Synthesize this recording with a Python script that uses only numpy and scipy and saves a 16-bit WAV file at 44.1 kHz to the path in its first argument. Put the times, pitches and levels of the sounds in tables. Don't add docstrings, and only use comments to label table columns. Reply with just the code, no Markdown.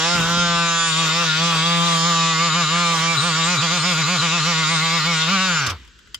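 import sys
import numpy as np
from scipy import signal
from scipy.fft import rfft, irfft
from scipy.io import wavfile
from scipy.ndimage import uniform_filter1d, map_coordinates

SR = 44100
rng = np.random.default_rng(int(sys.argv[2]) if len(sys.argv) > 2 else 0)


def master_out(mix):
    frames = np.transpose(np.atleast_2d(mix))
    ceiling = np.clip(frames, -1, 1)
    pcm = np.round(ceiling * 32767).astype(np.int16)
    wavfile.write(sys.argv[1], SR, pcm)


N = 273155
HOP = 128
T, FRAMES = np.arange(N) / SR, np.arange(N // HOP + 9) * HOP / SR
SIDES = np.array([.5, -.5])
ORDERS = np.arange(1, 65)
RELEASE_S = 5.607


def gain_of(db):
    return 10 ** (np.asarray(db) / 20)

def unit_rms(x):
    return x / np.sqrt(np.mean(abs(x) ** 2) + 1e-20)

def unit_power(gains):
    return gains / np.sqrt((gains ** 2).sum(axis=1, keepdims=True) + 1e-20)

def curve(points, t):
    return np.interp(t, *np.transpose(points))

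def at_hz(points, hz):
    f, value = np.transpose(points)
    return np.interp(np.log(hz + 1), np.log(f + 1), value)

def bells(centres, widths):
    return np.exp(-.5 * ((FRAMES[:, None] - centres) / widths) ** 2)

def drift(hz, count=1):
    b, a = signal.butter(1, hz * 2 * HOP / SR)
    slow = signal.filtfilt(b, a, rng.standard_normal((3 * len(FRAMES), count)), axis=0)
    return unit_rms(slow[len(FRAMES):2 * len(FRAMES)])

# frequency in Hz, coherence from 0 to 1.
COHERENCE = [(30, 0.8), (200, 0.96), (640, 0.77), (1400, 0.98), (3100, 0.71), (6800, 0.16), (15000, 0)]
# frequency in Hz, left minus right in dB.
BALANCE = [(60, -1), (200, 1.5), (380, 0.5), (700, -5.5), (1290, -1), (2380, 3.5), (4400, 0), (6500, -7),
           (8500, 6), (12000, 1)]
def shaped_noise(spectrum, patchy_db):
    hz = np.fft.rfftfreq(4 * HOP, 1 / SR)
    a, b, c, d, patches = rng.standard_normal((len(FRAMES), len(hz), 5)).T
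    patches = unit_rms(uniform_filter1d(uniform_filter1d(patches, size=5, axis=0), size=20, axis=1))
    coherence = np.clip(at_hz(COHERENCE, hz), 0, 1)[:, None]
    left = a + 1j * b
    right = coherence * left + np.sqrt(1 - coherence ** 2) * (c + 1j * d)
    pan_db = np.outer(SIDES, at_hz(BALANCE, hz))[..., None]
    spectra = np.array([left, right]) * gain_of(at_hz(spectrum, hz)[:, None] + patchy_db * patches + pan_db)
    return unit_rms(signal.istft(spectra, nperseg=4 * HOP, noverlap=3 * HOP)[1][:, :N])

# frequency in Hz, relative spectral density in dB.
AIR_SPECTRUM = [(18, -34), (35, -14.5), (59, -11), (80, -22.5), (200, -28), (430, -33.5), (709, -52),
                (1550, -27), (2180, -39), (2900, -31), (6000, -39.5), (7800, -39), (8300, -62),
                (15500, -65)]
def garage_air():
    a, b = rng.standard_normal((2, N))
    pair = np.array([a + 0.64 * b, a - 0.4 * b])
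    colour = gain_of(at_hz(AIR_SPECTRUM, np.fft.rfftfreq(N, 1 / SR)))
    return gain_of(-50.5) * unit_rms(irfft(rfft(pair) * colour, N))

# frequency in Hz, relative spectral density in dB.
RUMBLE_SPECTRUM = [(20, -50), (38, -24), (52, 0), (60, 16), (110, -7.5), (200, 1), (400, -13), (800, -41)]
def rumble():
    return gain_of(-71 + stopping_db(T)) * shaped_noise(RUMBLE_SPECTRUM, patchy_db=-4)

# peak time in seconds, level in dB, 60 dB decay time in seconds.
HAND_KNOCKS = [(.145, -28.5, .35), (.195, -29, 0.27), (.245, -46, 0.27), (.31, -41, .3),
               (.372, -30.5, 0.24), (.455, -42, 0.37), (.52, -48, .3), (.56, -39, 0.18), (1.56, -45, .3),
               (3.58, -47, 0.44), (5.67, -37, 0.43)]
# frequency in Hz, relative spectral density in dB.
KNOCK_SPECTRUM = [(20, -40), (45, -9), (90, -3), (170, -1.5), (260, -7), (450, -12.5), (900, -40)]
def hand_knocks(rise_s=0.0078):
    envelope = sum(gain_of(db - 60 * np.maximum(T - s, 0) / t60) * np.clip(1 + (T - s) / rise_s, 0, 1)
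                   for s, db, t60 in HAND_KNOCKS)
    return envelope * shaped_noise(KNOCK_SPECTRUM, patchy_db=-1)

def tool_jolt(start_s=5.672, hz=86, db=-28, t60=.35):
    age = np.maximum(T - start_s, 0)
    return gain_of(db - 60 * age / t60) * np.minimum(age / 0.009, 1) * np.sin(2 * np.pi * hz * age)

# start in seconds, peak in dB before panning, favoured frequency in Hz,
# left minus right in dB.
TAPS = [(5.666, -19, 2400, 0), (5.702, -18, 2204, -5), (5.848, -44, 2625, 2), (5.875, -43, 2778, 11),
        (5.989, -38.5, 2400, 3), (6.0714, -39.5, 1590, 4), (6.144, -12.5, 3320, 2.5)]
# frequency in Hz, relative level in dB, 60 dB decay time in seconds.
STEEL_MODES = [(1451, 22.5, 0.014), (2024, 10, 0.023), (3116, 16.5, 0.0081), (4500, 0, 0.012),
               (4860, 4, 0.021), (5870, 4, 0.0094), (6360, -13, 0.0075), (7060, 6, 0.031),
               (8400, -23, .012), (10400, -19, .01)]
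def steel_ticks():
    out, t = np.zeros((2, N + SR)), np.arange(SR // 8) / SR
    for s, db, bright_hz, pan_db in TAPS:
        modes = sum(gain_of(mode_db - 60 * t / t60 - 10 * np.log2(f / bright_hz) ** 2)
                    * np.sin(2 * np.pi * f * t) for f, mode_db, t60 in STEEL_MODES)
        near, left, right = rng.standard_normal((3, len(t)))
        rattle = near * t / 0.0014 * np.exp(-t / 0.002)
        echo = gain_of(-3.5 - 60 * t / 0.053) * np.minimum(t / 0.00096, 1) * np.array([left, right])
        excitation = np.gradient(rattle + echo, axis=1)
        tick = signal.fftconvolve(modes[None], excitation, axes=1)
        at = round(s * SR)
        out[:, at:at + tick.shape[1]] += gain_of(db + pan_db * SIDES[:, None]) * tick / abs(tick).max()
    return out[:, :N]

# start and length in seconds, level in dB, first and last pitch in Hz.
LAST_BITES = [(5.664, 0.00942, -21, 4500, 1775), (5.697, 0.011, -28.5, 3000, 1535)]
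def stopping_scrapes():
    out = np.zeros((2, N))
    noise = shaped_noise([(500, -25), (2000, -4), (7000, 0), (9000, -16), (15000, -24)], patchy_db=3)
    for s, length, db, from_hz, to_hz in LAST_BITES:
        progress = np.maximum((T - s) / length, 0)
        envelope = np.clip(progress * 8, 0, 1) * np.exp(-np.maximum(progress - 1, 0) * 1.9)
        hz = from_hz * (to_hz / from_hz) ** np.minimum(progress, 1)
        squeak = np.sin(2 * np.pi * np.cumsum(hz) / SR) * (progress < 1)
        out += gain_of(db) * envelope * (noise + 0.3 * squeak)
    return out

# multiple of the switching rate, offset in shaft orders,
# relative level in dB, left minus right in dB.
DRIVE_TONES = [(1, -4, 0, -3), (1, 0, -17, 4), (1, 4, -11, 10), (1, -8, -12, 0), (2, -4, -35, 2)]
# time in seconds, level in dB.
FIRST_TONE_LEVEL = [(0, -31), (.25, -38.5), (.6, -35), (.81, -25.5), (1.05, -33), (1.3, -53), (1.45, -36),
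                    (1.6, -39.5), (2.13, -28.5), (2.35, -32), (2.6, -30.5), (3.25, -35), (3.4, -32.5),
                    (4.2, -33), (5.33, -37), (5.59, -28)]
def drive_whistle(angle, switch_hz=7708):
    out, flicker = np.zeros((2, N)), drift(5.3, len(DRIVE_TONES))
    others_db = np.interp(T, [0, 1.5, 3.5, 5.5], [-37.5, -33.5, -34.0, -38.5])
    for j, (multiple, offset, db, pan_db) in enumerate(DRIVE_TONES):
        flicker_db = 3.7 * np.interp(T, FRAMES, flicker[:, j])
        level_db = curve(FIRST_TONE_LEVEL, T) if j == 0 else others_db + flicker_db
        phase = 2 * np.pi * multiple * switch_hz * T + offset * angle + 1.1 * SIDES[:, None]
        out += gain_of(level_db + db + pan_db * SIDES[:, None]) * np.sqrt(2) * np.cos(phase)
    return out * np.clip((RELEASE_S - T) / 0.002, 0, 1)

# time and width in seconds, relative level in dB, added share of loose grit.
RUST_CATCHES = [(0.195, 0.028, -47, 0.5), (0.28, 0.036, -41, 0.38), (1.062, 0.029, -37, 0.2),
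                (1.245, .012, -41, 0.1), (1.542, 0.022, -37.5, 0.28), (1.893, 0.087, -52, 0.17),
                (2.122, 0.023, -47, 0.13), (2.49, 0.012, -60, 0), (2.622, 0.018, -60, 0.05),
                (2.965, 0.037, -45, 0.32), (3.165, 0.013, -56, 0.25), (3.224, 0.01, -58, 0),
                (3.565, 0.016, -45, 0.22), (3.959, .05, -53, 0.08), (4.179, 0.048, -63, 0.01),
                (5.329, 0.038, -51, 0.08), (5.557, 0.081, -47, 0), (5.703, 0.027, -38.5, 0.3)]
# frequency in Hz, relative spectral density in dB.
SCUFF_SPECTRUM = [(100, 0), (200, 5), (400, 16), (700, 13.5), (1200, 27.5), (2000, 7), (4000, -36)]
def pad_scuffs():
    s, width, db, _ = np.transpose(RUST_CATCHES)
    envelope = gain_of(-54.5) * (FRAMES < RELEASE_S) + bells(s, width) @ gain_of(db)
    return gain_of(9) * np.interp(T, FRAMES, envelope) * shaped_noise(SCUFF_SPECTRUM, patchy_db=2.5)

# time in seconds, rotation rate in Hz.
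BASE_SPEED = [(0.0, 157.3), (0.158, 187.3), (0.35, 172.5), (0.85, 165.9), (1.197, 171.4), (1.73, 169.8),
              (2.27, 165.3), (2.57, 176.4), (2.82, 169.3), (3.087, 166.5), (3.47, 182.4), (4.07, 183.1),
              (4.57, 192.3), (5.021, 189.8), (5.268, 162.2), (5.321, 193.2), (5.47, 187.5), (5.58, 153.3),
              (5.7, 111.3), (5.764, 67.75), (5.86, 55.2)]
# time in seconds, speed lost in Hz, width in seconds,
# squeal boost in dB, squeal pitch in Hz.
HAND_PRESSES = [(0.212, 18.1, 0.062, -1, 3630), (0.937, 9.4, 0.034, 6, 3560.0),
                (1.09, 12.3, 0.043, 7.5, 3610.0), (1.327, 15.1, 0.059, 9, 3703),
                (1.583, 10, 0.045, 2, 3650), (1.992, 3, 0.046, -13, 3780.0), (2.368, 8.7, 0.035, 0, 3930),
                (2.517, 20, 0.027, 10, 3826), (2.669, 23, 0.032, 10.5, 3865), (2.989, 7.3, 0.027, 7, 3870),
                (3.191, 33.8, 0.026, 18, 3940), (3.342, 20.4, 0.032, 8, 3800),
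                (3.438, 17.6, 0.037, 9, 3772), (3.592, 46.6, 0.024, 15.5, 3860.0),
                (3.687, 23.8, 0.027, 7, 3790), (3.811, 33.4, 0.024, 8, 4240.0), (3.96, 28, 0.026, 0, 3850),
                (4.047, 39, 0.028, 10, 4030), (4.195, 43.4, 0.022, 10, 3985), (4.295, 28.7, 0.035, 4, 3830),
                (4.425, 39.7, 0.038, 5, 4208), (4.553, 30.2, 0.038, 3, 3840.0),
                (4.661, 37.5, 0.046, 5, 3700.0), (4.786, 32, 0.039, 6, 3740), (4.9, 27, 0.053, 0.5, 3770.0),
                (5.022, 36.7, 0.034, 4, 4233), (5.163, 14.9, 0.049, -5, 3823), (5.387, 5.6, 0.014, 2, 3774)]
# time in seconds, speed gained in Hz, width in seconds.
PAD_SKIPS = [(0.415, 2.1, 0.03), (1.213, 2.04, 0.021), (1.862, 2.33, .014), (2.084, 6, 0.022),
             (2.813, 4, 0.026), (3.267, 4, 0.012), (5.338, 3.94, 0.016)]
def shaft_hz(t):
    press_s, lost, press_width = np.transpose(HAND_PRESSES)[:3]
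    skip_s, gained, skip_width = np.transpose(PAD_SKIPS)
    change = bells(skip_s, skip_width) @ gained - bells(press_s, press_width) @ lost
    return curve(BASE_SPEED, t) + np.interp(t, FRAMES, change)

def surge_hz():
    return shaft_hz(FRAMES) - uniform_filter1d(shaft_hz(FRAMES), size=60)

def bogging_gain(db_per_hz=0.2):
    return gain_of(db_per_hz * np.minimum(surge_hz(), 0))

# time in seconds, level in dB, pitch in Hz.
BRACKET_CHATTER = [(0, -32, 3660), (.3, -32.5, 3650), (0.848, -37, 3660), (.95, -30, 3640),
                   (1.2, -35, 3680), (1.45, -31.5, 3700), (1.75, -29, 3720), (2.05, -32, 3760),
                   (2.25, -34, 3700), (2.5, -36.5, 3840), (3.6, -35, 3790), (4.4, -32, 3707),
                   (4.85, -32, 3733), (5.25, -25.5, 3815), (5.33, -37, 3815)]
# time in seconds, rms deviation in Hz.
BRACKET_ROAM = [(0, 30), (2.0, 40), (3.3, 140), (5.3, 170)]
def bracket_squeal(angle, half_band_hz=150, flicker_db=3, most_tone=.93):
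    s, _, width, squeal_db, squeal_hz = np.transpose(HAND_PRESSES)
    bed_s, bed_db, bed_hz = np.transpose(BRACKET_CHATTER)
    presses = bells(s, .6 * width)
    pressed = presses.sum(axis=1)
    hz = np.interp(FRAMES, bed_s, bed_hz)
    hz += np.minimum(2 * presses ** 2, 1) @ (squeal_hz - np.interp(s, bed_s, bed_hz))
    hz += curve(BRACKET_ROAM, FRAMES) * (1 - np.minimum(2 * pressed, 1)) * drift(9)[:, 0]
    level_db = np.interp(FRAMES, bed_s, bed_db) + np.minimum(1.02 * presses, 1) @ squeal_db
    level_db += flicker_db * (1 - np.minimum(pressed, 1)) * drift(26)[:, 0]
    level_db -= 300 * np.maximum(FRAMES - RELEASE_S, 0)
    noise = rng.standard_normal((2, N, 2)) @ [1, 1j]
    b, a = signal.butter(2, half_band_hz * 2 / SR)
    rough = unit_rms(signal.lfilter(b, a, noise + 0.12 * noise[::-1]))
    squealing = np.minimum(0.86 * presses, 1) @ np.clip(squeal_db / 20, 0, 1)
    tone_share = most_tone * np.interp(T, FRAMES, squealing)
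    envelope = np.sqrt(tone_share) + np.sqrt(1 - tone_share) * rough * (1 + 0.86 * np.cos(angle))
    carrier = np.exp(2j * np.pi * np.cumsum(np.interp(T, FRAMES, hz)) / SR)
    return gain_of(np.interp(T, FRAMES, level_db) + 8.4 * SIDES[:, None]) * (envelope * carrier).real

# time in seconds, then base levels in dB of the unbalance tone,
# tool body, low panel mode, high panel mode and abrasion (rasp and grit).
WORK_LEVELS = [(0.0, -33.5, -31.5, -25.5, -39, -20.5), (0.2, -25.5, -36.5, -37, -19.5, -23),
               (0.55, -25.5, -36, -25.5, -22.5, -23.5), (0.81, -35, -41, -27, -21.5, -23.5),
               (1.0, -26.5, -37, -23.5, -35, -22), (1.23, -29.5, -37, -26.5, -20.5, -21.5),
               (1.33, -27.5, -41, -36, -26.5, -21.5), (1.41, -25, -35.5, -26, -28, -21.5),
               (1.5, -27, -38, -24.5, -27, -21), (1.8, -24.5, -36.5, -24, -30, -22),
               (2.3, -27, -37.5, -20.5, -30, -22), (2.8, -26.5, -37.5, -23.5, -26, -22),
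               (3.3, -27.5, -37, -25, -27.5, -22.5), (3.55, -27, -37.5, -25, -26.5, -22),
               (4.0, -26.5, -37, -27, -26.5, -21.5), (4.8, -26.5, -37.5, -24.5, -26, -21.5),
               (5.2, -27.5, -38.5, -29, -24.5, -21.5), (5.35, -24.5, -40, -24, -22.5, -21.5),
               (5.59, -29.5, -42.5, -31, -25.5, -24), (5.707, -39, -42, -32, -44, -28),
               (5.742, -39, -55, -56, -62, -41.5), (5.777, -49, -66, -63, -66, -45.5),
               (5.857, -55, -74, -72, -78, -53)]
def work_gains(t):
    when, *levels_db = np.transpose(WORK_LEVELS)
    return np.array([gain_of(np.interp(t, when, db) + stopping_db(t)) for db in levels_db])

def stopping_db(t):
    return -200 * np.maximum(t - WORK_LEVELS[-1][0], 0)

# time in seconds, lightness from 0 to 1.
LIGHT_CONTACT = [(.28, 0.3), (.33, 0.4), (.6, 0.7), (.85, 0.85), (.92, 0.04), (5.3, 0.01), (5.39, 1),
                 (5.5, 0.89), (5.62, 0.81), (5.72, 0)]
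def singing_tool(hz):
    level = curve(LIGHT_CONTACT, FRAMES) * gain_of(-29 + stopping_db(FRAMES))
    return level[:, None] * resonance(hz, 1502, 140)

# time in seconds, share of the abrasion from 0 to 1.
GRIT_SHARE = [(0, .13), (.35, .055), (.85, .05), (.95, .09), (2.05, .07), (2.3, .05), (2.5, .09),
              (5.3, .11)]
def loose_share(t):
    s, width, _, share = np.transpose(RUST_CATCHES)
    caught = np.interp(t, FRAMES, bells(s, width) @ share)
    dragged = 0.002 * (166 - shaft_hz(t))
    return np.clip(curve(GRIT_SHARE, t) - 0.0077 * curve(LIGHT_CONTACT, t) + caught + dragged, .02, .95)

# frequency in Hz, relative spectral density in dB.
GRIT_SPECTRUM = [(500, -30), (1200, -9.5), (2000, -8), (3000, -7.5), (4000, -15.5), (5500, -11),
                 (6800, -21), (7500, -35), (8200, -18.5), (9300, -39.5), (12000, -27.5), (15500, -43)]
def grit_hiss(angle):
    bite = unit_rms(np.exp(0.28 * np.cos(angle) + 0.076 * np.cos(2 * angle)))
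    level = work_gains(T)[-1] * np.sqrt(loose_share(T)) * np.interp(T, FRAMES, bogging_gain())
    return level * bite * shaped_noise(GRIT_SPECTRUM, patchy_db=4)

def resonance(hz, centre_hz, half_width_hz):
    return 1 / (1 + ((hz - centre_hz) / half_width_hz) ** 2)

def panel_colour(hz, depth, rate_hz, band_hz=130):
    frame = np.arange(len(FRAMES))[:, None] + np.zeros_like(hz)
    return depth * map_coordinates(drift(rate_hz, 100), [frame, hz / band_hz], order=1, mode="nearest")

# relative level in dB, for orders 2 to 6.
BODY_LEVELS = [2.5, 4.4, 0, 0, -2]
# slope above and slope below the dull speed, in dB per Hz.
ORDER_SLOPES = [(0.088, 0.25), (0.091, 0.2), (0.63, 0.37), (0.83, -0), (1, 0.7), (1, 0.6)]
def tool_vibration(hz, wander, unbalance_gain, body_gain, dull_hz=150.9, reach_hz=17.6):
    body = np.zeros(len(ORDERS))
    body[1:6] = gain_of(BODY_LEVELS)
    above, below = np.pad(np.transpose(ORDER_SLOPES), [(0, 0), (0, len(ORDERS) - len(ORDER_SLOPES))])
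    away_hz = np.clip(hz[:, :1] - dull_hz, -reach_hz, reach_hz)
    growth_db = above * (np.maximum(away_hz, 0) - reach_hz / 2) - below * np.minimum(away_hz, 0)
    flutter = gain_of(drift(14) + .35 * drift(30))
    unbalance = unbalance_gain * (ORDERS == 1) * flutter
    return gain_of(growth_db) * (unbalance + body_gain * unit_power(body * wander))

# frequency in Hz, relative level in dB.
RASP_SPECTRUM = [(500, -30), (900, -5), (1700, -2.5), (2200, -0.5), (2800, 1.5), (3400, 1.5), (4300, -2),
                 (5500, -4.5), (6700, -8), (7400, -9.5), (8100, -25.5), (11000, -43)]
BRACE_BANDS = [(1750, 37), (2900, 570), (3330, 32), (3800, 35), (4230, 52), (4550, 77)]
# time in seconds, then the gain of each band in dB.
BRACE_GAINS = [(0, -3, -1, 7, 2, 1, -3), (.6, -17, -1, 8, 13, 0, -7), (.9, -7, -2, 5, 6.4, -17, 7),
               (1.2, 6, -3.5, -2, 5.9, -4, 4), (1.45, 5, -1.5, 9, 4, -10, 8), (1.8, 4, 4.5, 16, 4, -7, 8),
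               (2.2, -1, -5.5, 4, 5.76, -1, -1), (2.5, 8, 0.5, -7, 3, 0, -2), (3.4, 3, -1.5, 3, 4.16, 5, 7),
               (4.4, -4, 0, -0.5, 1.96, -3, 0), (4.9, -3, -2, -1, 2.55, 5, 7),
               (5.3, -4, 0.5, -5, 4.2, 2, 4)]
# time in seconds, centre in Hz, gain in dB.
MOVING_RING = [(0, 2300, -10), (.85, 2690, 9), (1.75, 2650, -2), (2.1, 2530, -20), (2.27, 1914, 6),
               (2.371, 2050, 16), (2.45, 2220, 8), (3.5, 2322, 4), (4.3, 2130, 2), (4.7, 2039, 7.5),
               (5.2, 2115, 9), (5.45, 2250, 8.5), (5.701, 2301, 5)]
def pad_rasp(hz):
    when, *bands_db = np.transpose(BRACE_GAINS)
    brace_db = sum(np.interp(FRAMES, when, db)[:, None] * resonance(hz, *band)
                   for band, db in zip(BRACE_BANDS, bands_db))
    when, *columns = np.transpose(MOVING_RING)
    ring_hz, peak_db = (np.interp(FRAMES, when, column)[:, None] for column in columns)
    surge = surge_hz()[:, None]
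    ring_db = (peak_db + 0.2 * surge) * resonance(hz, ring_hz + 13 * surge, 99)
    return gain_of(at_hz(RASP_SPECTRUM, hz) + brace_db + ring_db) * (ORDERS > 5)

def order_phases(blur_hz=70, most_rms_rad=1.6):
    phase = -0.22 * ORDERS ** 2
    phase = phase + 0.06 * ORDERS * drift(2.5, len(ORDERS))
    phase += 0.005 * ORDERS * drift(40)
    acceleration = np.gradient(shaft_hz(FRAMES), FRAMES)
    swing = uniform_filter1d(np.maximum(-acceleration, .4 * acceleration), size=7)
    blur = .7 * loose_share(FRAMES) + 0.001 * swing
    depth = (np.maximum(ORDERS - 6, 0) / 10) ** 2.38 * blur[:, None]
    return phase + np.minimum(depth, most_rms_rad) * drift(blur_hz, len(ORDERS))

PANEL_RESONANCES = [(1180, 58), (1410, 38)]
def order_amplitudes(hz):
    unbalance, body, low_gain, high_gain, abrasion = work_gains(FRAMES)[..., None]
    wander_db = np.interp(ORDERS, [1, 6, 14, 24, 32], [1.3, 2.0, 3.8, 3.4, 3.2])
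    wander = gain_of(panel_colour(hz, wander_db, rate_hz=9))
    tool = singing_tool(hz) * wander + tool_vibration(hz, wander, unbalance, body)
    low, high = ((ORDERS > 5) * np.sqrt(wander) * resonance(hz, *mode) for mode in PANEL_RESONANCES)
    periodic = bogging_gain() * np.sqrt(1 - loose_share(FRAMES))
    rasp = abrasion * periodic[:, None] * unit_power(pad_rasp(hz) * wander)
    return tool + np.hypot(np.hypot(low_gain * low, high_gain * high), rasp)

def grinding_whine(angle):
    hz = shaft_hz(FRAMES)[:, None] * ORDERS
    amplitude, phase = order_amplitudes(hz), order_phases()
    spread = np.sqrt(-2 * np.log(np.clip(at_hz(COHERENCE, hz), .02, 1)))
    lead = panel_colour(hz, spread, rate_hz=1.3) - 2 * np.pi * hz * 2 / SR
    pan_db = at_hz(BALANCE, hz) + panel_colour(hz, 6.7 * spread, rate_hz=3.3)
    out, turn, harmonic = np.zeros((2, N)), np.exp(1j * angle), np.sqrt(2)
    for j in range(len(ORDERS)):
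        harmonic = harmonic * turn
        for ear, side in enumerate(SIDES):
            level = amplitude[:, j] * gain_of(side * pan_db[:, j])
            phasor = level * np.exp(1j * (phase[:, j] + side * lead[:, j]))
            out[ear] += (np.interp(T, FRAMES, phasor) * harmonic).real
    return out

def scene():
    angle = 2 * np.pi * np.cumsum(shaft_hz(T)) / SR
    grinder = grinding_whine(angle) + grit_hiss(angle) + bracket_squeal(angle) + drive_whistle(angle)
    handling = pad_scuffs() + hand_knocks() + rumble()
    halt = stopping_scrapes() + tool_jolt() + steel_ticks()
    return grinder + handling + halt + garage_air()

def record(dry):
    bass_cut = signal.sosfilt(signal.butter(4, 44, "highpass", fs=SR, output="sos"), dry)
    lowpass = signal.firwin(2047, 15650, window=("kaiser", 9), fs=SR)
    return signal.oaconvolve(bass_cut, lowpass[None], "same")


dry = scene()
out = record(dry)
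master_out(out)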